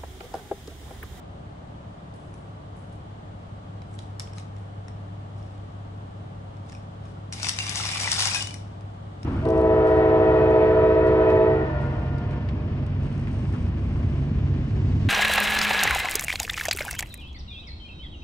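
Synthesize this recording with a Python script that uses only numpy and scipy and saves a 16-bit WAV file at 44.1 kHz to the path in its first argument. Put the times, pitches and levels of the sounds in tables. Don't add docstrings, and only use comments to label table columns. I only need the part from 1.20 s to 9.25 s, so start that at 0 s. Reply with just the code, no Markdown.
import sys
import numpy as np
from scipy import signal
from scipy.fft import rfft, irfft, next_fast_len
from scipy.io import wavfile

SR = 44100
rng = np.random.default_rng(int(sys.argv[2]) if len(sys.argv) > 2 else 0)


def wrap_up_sound(samples):
    columns = np.atleast_2d(samples).T
    tamed = np.clip(columns, -1, 1)
    steps = np.round(tamed * 32767).astype(np.int16)
    wavfile.write(sys.argv[1], SR, steps)


def voltage_ratio(level):
    return 10 ** (np.asarray(level, float) / 20)


N = 354953

SHAFT_HZ, MAINS_HZ = 17.493, 100.06
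BOWL_PAN_DB, POUR_PAN_DB = 2, 5.5
RISE_DB = 19.5
SLIP_DULL_DB, SURGE_DULL_DB, FLOW_DULL_DB = -8, -20, -1.5
TRICKLE_HZ = 8000

# multiple of the shaft speed, centre level in dB, left-right difference in dB.
SHAFT_ORDERS = [(3, -57.2, -76.0), (4, -53.3, -72.7), (5, -59.4, -76.0), (6, -51.7, -71.3),
                (7, -60.8, -87.1), (8, -51.8, -88.5), (9, -59.6, -81.2), (10, -52.3, -89.9),
                (11, -58.0, -67.1), (13, -59.1, -67.0), (14, -69.2, -74.3), (16, -68.1, -74.2),
                (17, -64.3, -81.2), (20, -67.6, -67.7), (24, -77.3, -69.4), (31, -68.1, -77.6),
                (32, -66.3, -77.8), (37, -80.3, -60.9), (40, -73.2, -62.5), (47, -69.3, -63.6)]
# frequency in Hz, centre level in dB, left-right difference in dB.
APPLIANCE_TONES = [(92.9, -57.5, -86.6), (128.5, -61.6, -82.7), (146.9, -65.8, -89.5),
                   (200.1, -69.8, -86.3), (220.7, -71.3, -82.5), (300.1, -61.5, -76.1),
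                   (440.8, -65.6, -69.7), (600.2, -67.3, -77.4), (734.5, -71.5, -78.6)]
# time in seconds, level in dB.
MAINS_SWELL = [
    (0.0, -53.0),
    (1.5, -46.1),
    (3.0, -40),
    (3.9, -38),
    (5.5, -41.5),
    (6.8, -38.5),
    (8.0, -40.6),
]
# frequency in Hz, centre level in dB per Hz, left-right difference in dB per Hz.
AIR_NOISE = [(20, -81, -110), (60.4, -70, -85.5), (103, -67, -113), (197, -73.5, -84.5), (380, -80.5, -79),
             (514, -82, -84.5), (676, -79, -76.5), (1100, -88, -82.5), (1070, -82.5, -79),
             (1296, -89.5, -85.5), (2565, -100, -100), (3040, -97, -95.5), (5500, -110, -110),
             (8000, -112, -112), (10400, -119, -119)]
# frequency in Hz, level in dB, decay by 60 dB in seconds.
BOWL_MODES = [(1150, -17, 0.004), (1930, 1, 0.018), (2580, -31, 0.041), (3170, -54, 0.01), (3770, 2, 0.11),
              (4820, -8.5, 0.032), (5440, 6, 0.083), (6060, 0.5, 0.018), (7000, -8, 0.014),
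              (7620, 1.5, 0.011), (8350, -1, 0.015), (9660, 3.5, 0.014)]
# frequency in Hz, level in dB.
CRACK_COLOUR = [(290, -35), (500, -52), (788, 0), (1810, -1.5), (2440, 3.5), (3470, -5.5), (4870, 2.5),
                (8090, -2.5), (11200, -9), (14600, -26), (22000, -120)]
# start in seconds, peak in dB, strongest ring in Hz, weight of the blow in dB.
BOWL_TICKS = [(0.9388, -51, 3210, -8), (1.1403, -46, 9120, -8), (1.7254, -55, 3200, -6),
              (2.619, -39, 3930, -2), (2.7404, -47, 7470, -6), (2.7891, -34, 3400, -11),
              (2.822, -45, 3340, -6), (2.996, -23.5, 5450, -15), (3.0024, -30, 3540, -10),
              (3.0204, -41, 7900, -14), (3.0734, -41, 3270, -6), (3.1336, -40, 5400, 1),
              (3.1767, -44, 4110, -6), (3.1824, -34, 3940, -3), (3.198, -41, 3680, -8),
              (3.3644, -49, 7280, -6), (3.3834, -53, 3560, -6), (3.682, -37.5, 5430, -1),
              (4.226, -51, 3360, -7), (4.3784, -54, 3560, -6), (5.3677, -49, 3490, -6),
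              (5.4964, -40.5, 6800, -6), (5.5214, -40, 5330, -6), (5.5274, -39, 5360, 0),
              (5.5493, -38.5, 5440, 8), (5.854, -49, 5180, -9), (7.2712, -24.5, 6500, -13),
              (7.3077, -31.5, 3320, -15), (7.6084, -47, 4950, -6), (8.0305, -37, 3770, -7)]
# start in seconds, peak in dB, strongest ring in Hz, weight of the blow in dB.
POUR_KNOCKS = [(6.1247, -21.5, 5800, -13), (6.1334, -27, 4930, -19), (6.1986, -26.5, 3960, -8),
               (6.2299, -16.5, 5370, -18), (6.2446, -19.5, 5950, 1), (6.2679, -17.5, 5880, -8),
               (6.2869, -13.5, 5600, -18), (6.2924, -10.5, 5680, -14), (6.364, -29, 5900, -14),
               (6.387, -14.5, 3050, -12), (6.4004, -24.5, 6850, -8), (6.4661, -21, 6180, -11),
               (6.4936, -18, 6090, -21), (6.557, -17.5, 5750, -13), (6.6533, -20.5, 4820, -6),
               (6.6893, -21, 5040, -3), (6.7572, -22.5, 4870, 10), (6.778, -25, 6030, -15),
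               (6.8003, -18.5, 5900, -6), (6.9166, -13, 5030, -26), (6.9288, -14, 4790, -17),
               (6.9935, -14, 5700, -12), (7.004, -13, 4800, -19), (7.0223, -15, 4880, -12),
               (7.0546, -14, 7880, -14), (7.0713, -11.5, 5440, -12.5), (7.111, -33, 7400, -8),
               (7.1454, -15, 4020, -13), (7.224, -22, 5340, -19), (7.3413, -26.5, 5600, -16)]
# peak time in seconds, rise in seconds, peak in dB, fall in dB per second.
GRAIN_TRICKLES = [
    (0.94, .005, -66.5, 61),
    (1.14, .005, -69, 122),
    (1.566, .025, -68, 90),
    (1.726, .005, -69, 300),
    (2.75, 0.087, -63, 500),
    (3.385, 0.049, -70, 170),
]
# peak time in seconds, rise in seconds, peak in dB, fall in dB per second.
BOWL_SLIPS = [
    (2.79, .01, -50, 900),
    (2.82, .02, -67, 100),
    (3.012, .005, -55.5, 150),
    (3.18, 0.041, -51, 350),
    (4.17, .02, -68, 40),
    (4.3, 0.037, -83, 300),
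    (5.49, .05, -60.5, 100),
    (5.54, .04, -73, 500),
    (5.862, 0.049, -64, 150),
    (8.03, 0.025, -61, 200),
]
# peak time in seconds, rise in seconds, peak in dB, fall in dB per second.
POUR_SURGES = [
    (6.13, 0.0045, -38.5, 500),
    (6.232, .015, -35, 400),
    (6.29, 0.035, -32.5, 453),
    (6.394, 0.024, -46, 100),
    (6.558, 0.017, -33.5, 100),
    (6.8, 0.0056, -33, 200),
    (6.916, .006, -32.5, 150),
    (6.992, 0.03, -28.5, 84.6),
    (7.156, 0.037, -30.5, 403),
]
# time in seconds, flow in dB.
POUR_FLOW = [
    (6.12, -59),
    (6.22, -41.5),
    (6.34, -48.5),
    (6.42, -40),
    (6.72, -36),
    (6.9, -34),
    (7.1, -37),
    (7.2, -40.5),
    (7.4, -72),
]
# start in seconds, peak in dB, tone in Hz, left-right balance in dB, decay by
# 60 dB in seconds.
AIR_POCKETS = [(3.1737, -44, 1260, 13, 0.12), (5.548, -43, 2530, 4.0, 0.064), (5.9694, -48, 1390, 10, 0.07),
               (6.25, -28, 2590, 14, 0.058), (6.402, -16, 2750, -3, 0.053), (6.4833, -29, 2420, 9, 0.077),
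               (6.5989, -20.5, 1330, 8, 0.023), (6.875, -18.5, 925, 6, 0.026), (6.734, -19, 2440, 4, 0.051),
               (6.8441, -19, 2340, 1.5, 0.049), (6.8755, -10.5, 2000, 9, 0.015),
               (7.0184, -17.5, 2947, -3, 0.07), (7.0526, -30.5, 1575, 20, 0.06),
               (7.077, -22, 2860, -4.5, 0.07), (7.113, -21, 2540, 6, 0.097), (7.146, -16, 2500, 9, 0.065),
               (7.2053, -24, 2929, 5.5, 0.39), (7.158, -20.5, 1620, 2, 0.047),
               (7.307, -35, 2417, 12, 0.042)]
# frequency in Hz, level in dB, decay by 60 dB in seconds.
POT_MODES = [(802, -9, .15), (1188, -8, .2), (1570, -12, .1), (2286, -9, .12), (2386, -7, .15),
             (2509, -10, .1), (2929, -9, .22), (3779, -8, .08), (4817, -3, .1), (4984, -7, .1),
             (5367, -8, .06), (5737, -6, .07), (5998, -5, .08), (7168, -8, .07), (7814, -7, .06),
             (8400, -9, .06)]
# frequency in Hz, decay by 60 dB in seconds.
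KITCHEN_DECAY = [(500, .45), (2000, .4), (5000, .35), (11000, .25)]


def evened(x):
    return x / np.sqrt(np.mean(x ** 2) + 1e-20)


def shaped(x, points, column=1):
    table, size = np.array(points), next_fast_len(x.shape[-1])
    hz = np.fft.rfftfreq(size, 1 / SR)
    gain = voltage_ratio(np.interp(np.log(hz + 1), np.log(table[:, 0] + 1), table[:, column]))
    return irfft(rfft(x, size) * gain, size)[..., :x.shape[-1]]


def level(rows):
    s, db = np.transpose(rows)
    return voltage_ratio(np.interp(np.arange(N) / SR, s, db, left=-200, right=-200))


def swells(rows):
    t, out = np.arange(N) / SR, np.zeros(N)
    for s, rise, db, fall_db in rows:
        near = slice(max(int((s - rise) * SR), 0), int((s + 50 / fall_db) * SR))
        climb = RISE_DB * (t[near] - s) / rise
        fall = fall_db * (s - t[near])
        out[near] += voltage_ratio(db + np.minimum(climb, fall))
    return out


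def drift(hz):
    t = np.arange(0, N + 500, 500) / SR
    wave = sum(np.sin(2 * np.pi * (f * t + rng.random())) for f in hz * np.geomspace(.1, 1, 5))
    return np.interp(np.arange(N) / SR, t, wave / 2)


def placed(events, trim_db):
    out = np.zeros((2, N + 4096))
    for s, db, pan_db, sound in events:
        at = round(s * SR)
        gain = voltage_ratio(db + trim_db + np.array([[.5], [-.5]]) * pan_db)
        out[:, at:at + sound.shape[-1]] += gain * sound
    return out[:, :N]


def rings(hz, db, t60):
    t = np.arange(6000) / SR
    decay = voltage_ratio(db[..., None] - 60 * t / t60[..., None])
    return (decay * np.sin(2 * np.pi * hz[..., None] * t)).sum(-2)


def shower(sounds, per_s, size_db, pan_db, count):
    size = voltage_ratio(size_db * np.minimum(rng.exponential(1, count), 5))
    hits = size * (rng.random(count) < per_s / SR)
    place = voltage_ratio(np.array([[1], [-1]]) * rng.normal(pan_db / 2, 3.34, count))
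    kind = rng.integers(0, len(sounds), count)
    fired = np.zeros((2, count))
    for k, sound in enumerate(sounds):
        fired += signal.oaconvolve(hits * place * (kind == k), np.atleast_2d(sound), axes=1)[:, :count]
    return np.pad(evened(fired), ((0, 0), (N - count, 0)))


def hum():
    t = np.arange(N) / SR
    white = rng.standard_normal((2, N)) * np.sqrt(SR / 2)
    mid, side = shaped(white[0], AIR_NOISE, column=1), shaped(white[1], AIR_NOISE, column=2)
    tones = [(k * SHAFT_HZ * t + k * k / 50, m, s) for k, m, s in SHAFT_ORDERS]
    tones += [(hz * t, m, s) for hz, m, s in APPLIANCE_TONES]
    for turns, mid_db, side_db in tones:
        waver = np.sqrt(2) * (1 + 0.11 * drift(hz=1.44))
        mid = mid + voltage_ratio(mid_db) * waver * np.sin(2 * np.pi * turns)
        side = side + voltage_ratio(side_db) * waver * np.cos(2 * np.pi * turns)
    mains = np.sin(2 * np.pi * (MAINS_HZ * t + 36 / 50 + .5))
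    held = [(9, MAINS_SWELL[-1][1])]
    mid = mid + np.sqrt(2) * level(list(MAINS_SWELL) + held) * mains
    return np.array([mid + side, mid - side]) * voltage_ratio([[.4], [-.4]])


def contact(ring_hz, low_db, crack_db=5.5, ring_db=-8.0, spread_db=-4.5, ear_db=8.0, detune=0.059):
    t, (hz, db, t60) = np.arange(1024) / SR, np.transpose(BOWL_MODES)
    chance, noise = rng.standard_normal((4, len(hz))), rng.standard_normal((3, len(t)))
    db = db + spread_db * chance[0] + ear_db * chance[2:] + low_db * (hz < 3500)
    modes = rings(hz * (1 + detune * chance[1]), db, t60)[:, :len(t)]
    crack = shaped(noise[0] + 2.8 * noise[1:], CRACK_COLOUR)
    crack = shaped(crack, [(2800, low_db + 13.5), (4200, 0.0061)])
    own = np.sin(2 * np.pi * ring_hz * t)
    sound = modes / abs(modes).max() + voltage_ratio(crack_db) * crack / abs(crack).max() + voltage_ratio(ring_db) * own
    sound = sound * np.minimum(t / .0006, 1) * np.exp(-(t / .0033) ** 2)
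    return sound / abs(sound).max()


def knocks(rows, trim_db, pan_db):
    return placed([(s, db, pan_db, contact(hz, low_db)) for s, db, hz, low_db in rows], trim_db)


def rattle():
    pieces = [contact(hz, 0) for hz in np.geomspace(2300, 6500, 14)]
    dense = shower(pieces, per_s=2000, size_db=3.0, pan_db=2.5, count=N)
    dull = signal.sosfilt(signal.butter(3, [1900, 3100], "band", fs=SR, output="sos"), dense)
    bright = signal.sosfilt(signal.butter(3, 4000, "high", fs=SR, output="sos"), dense)
    thin = signal.sosfilt(signal.butter(4, TRICKLE_HZ, "high", fs=SR, output="sos"), dense)
    slips, surges, flow = swells(BOWL_SLIPS), swells(POUR_SURGES), level(POUR_FLOW)
    dull_gain = voltage_ratio(SLIP_DULL_DB) * slips + voltage_ratio(SURGE_DULL_DB) * surges + voltage_ratio(FLOW_DULL_DB) * flow
    mix = (slips + surges + flow) * evened(bright) + dull_gain * evened(dull)
    return voltage_ratio(0.5) * (mix + swells(GRAIN_TRICKLES) * evened(thin))


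def kitchen(x):
    taps = np.zeros((2, SR // 2))
    at = np.arange(80, SR // 2 - 20, 20) + rng.integers(0, 20, (2, (SR // 2 - 81) // 20))
    np.put_along_axis(taps, at, rng.choice([-1., 1.], at.shape), 1)
    hz, t, z = signal.stft(taps, SR, nperseg=128)
    t60 = np.interp(hz, *np.transpose(KITCHEN_DECAY))[:, None]
    tail = signal.istft(z * voltage_ratio(-60 * t / t60), SR, nperseg=128)[1]
    return signal.fftconvolve(x, tail / np.linalg.norm(tail[0]), axes=1)[:, :N]


def air_pocket(hz, t60):
    t = np.arange(4096) / SR
    tone = np.sin(2 * np.pi * hz * t * (1 + .1 * t))
    return tone * voltage_ratio(-60 * t / max(t60, .005)) * np.minimum(t / .001, 1)


def splash():
    pockets = [voltage_ratio(4.9 * np.log2(hz / 1000)) * air_pocket(hz, 11 / hz) for hz in np.geomspace(720, 1850, 20)]
    small = shower(pockets, per_s=2200, size_db=3.5, pan_db=10.5, count=2 * SR)
    large = placed([(s, db, pan_db, air_pocket(hz, t60)) for s, db, hz, pan_db, t60 in AIR_POCKETS], trim_db=-4)
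    return voltage_ratio(-7.0) * (level(POUR_FLOW) + voltage_ratio(-9.0) * swells(POUR_SURGES)) * small + large


def pot(x):
    hz, db, t60 = np.transpose(POT_MODES)
    ear_db = np.array([[1], [-1]]) * rng.normal(0, 2, len(hz))
    wall = rings(hz, db + ear_db, t60)
    return signal.fftconvolve(x, wall / np.linalg.norm(wall[0]), axes=1)[:, :N]


def scene():
    pour = knocks(POUR_KNOCKS, trim_db=2.0, pan_db=POUR_PAN_DB) + rattle() + splash()
    pour = pour + voltage_ratio(-16.5) * pot(pour)
    pour = np.array([pour[0], np.roll(pour[1], 6)])
    pasta = knocks(BOWL_TICKS, trim_db=2.5, pan_db=BOWL_PAN_DB) + pour
    return hum() + pasta + voltage_ratio(-7.5) * kitchen(pasta)


def band_limit(x):
    return signal.sosfilt(signal.butter(12, 12170, fs=SR, output="sos"), x)


def record(dry):
    shelved = shaped(dry, [(9000, 0), (11300, -4), (11550, -17), (12000, -20), (12200, -67)])
    return band_limit(shelved)


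dry = scene()
out = record(dry)
wrap_up_sound(out)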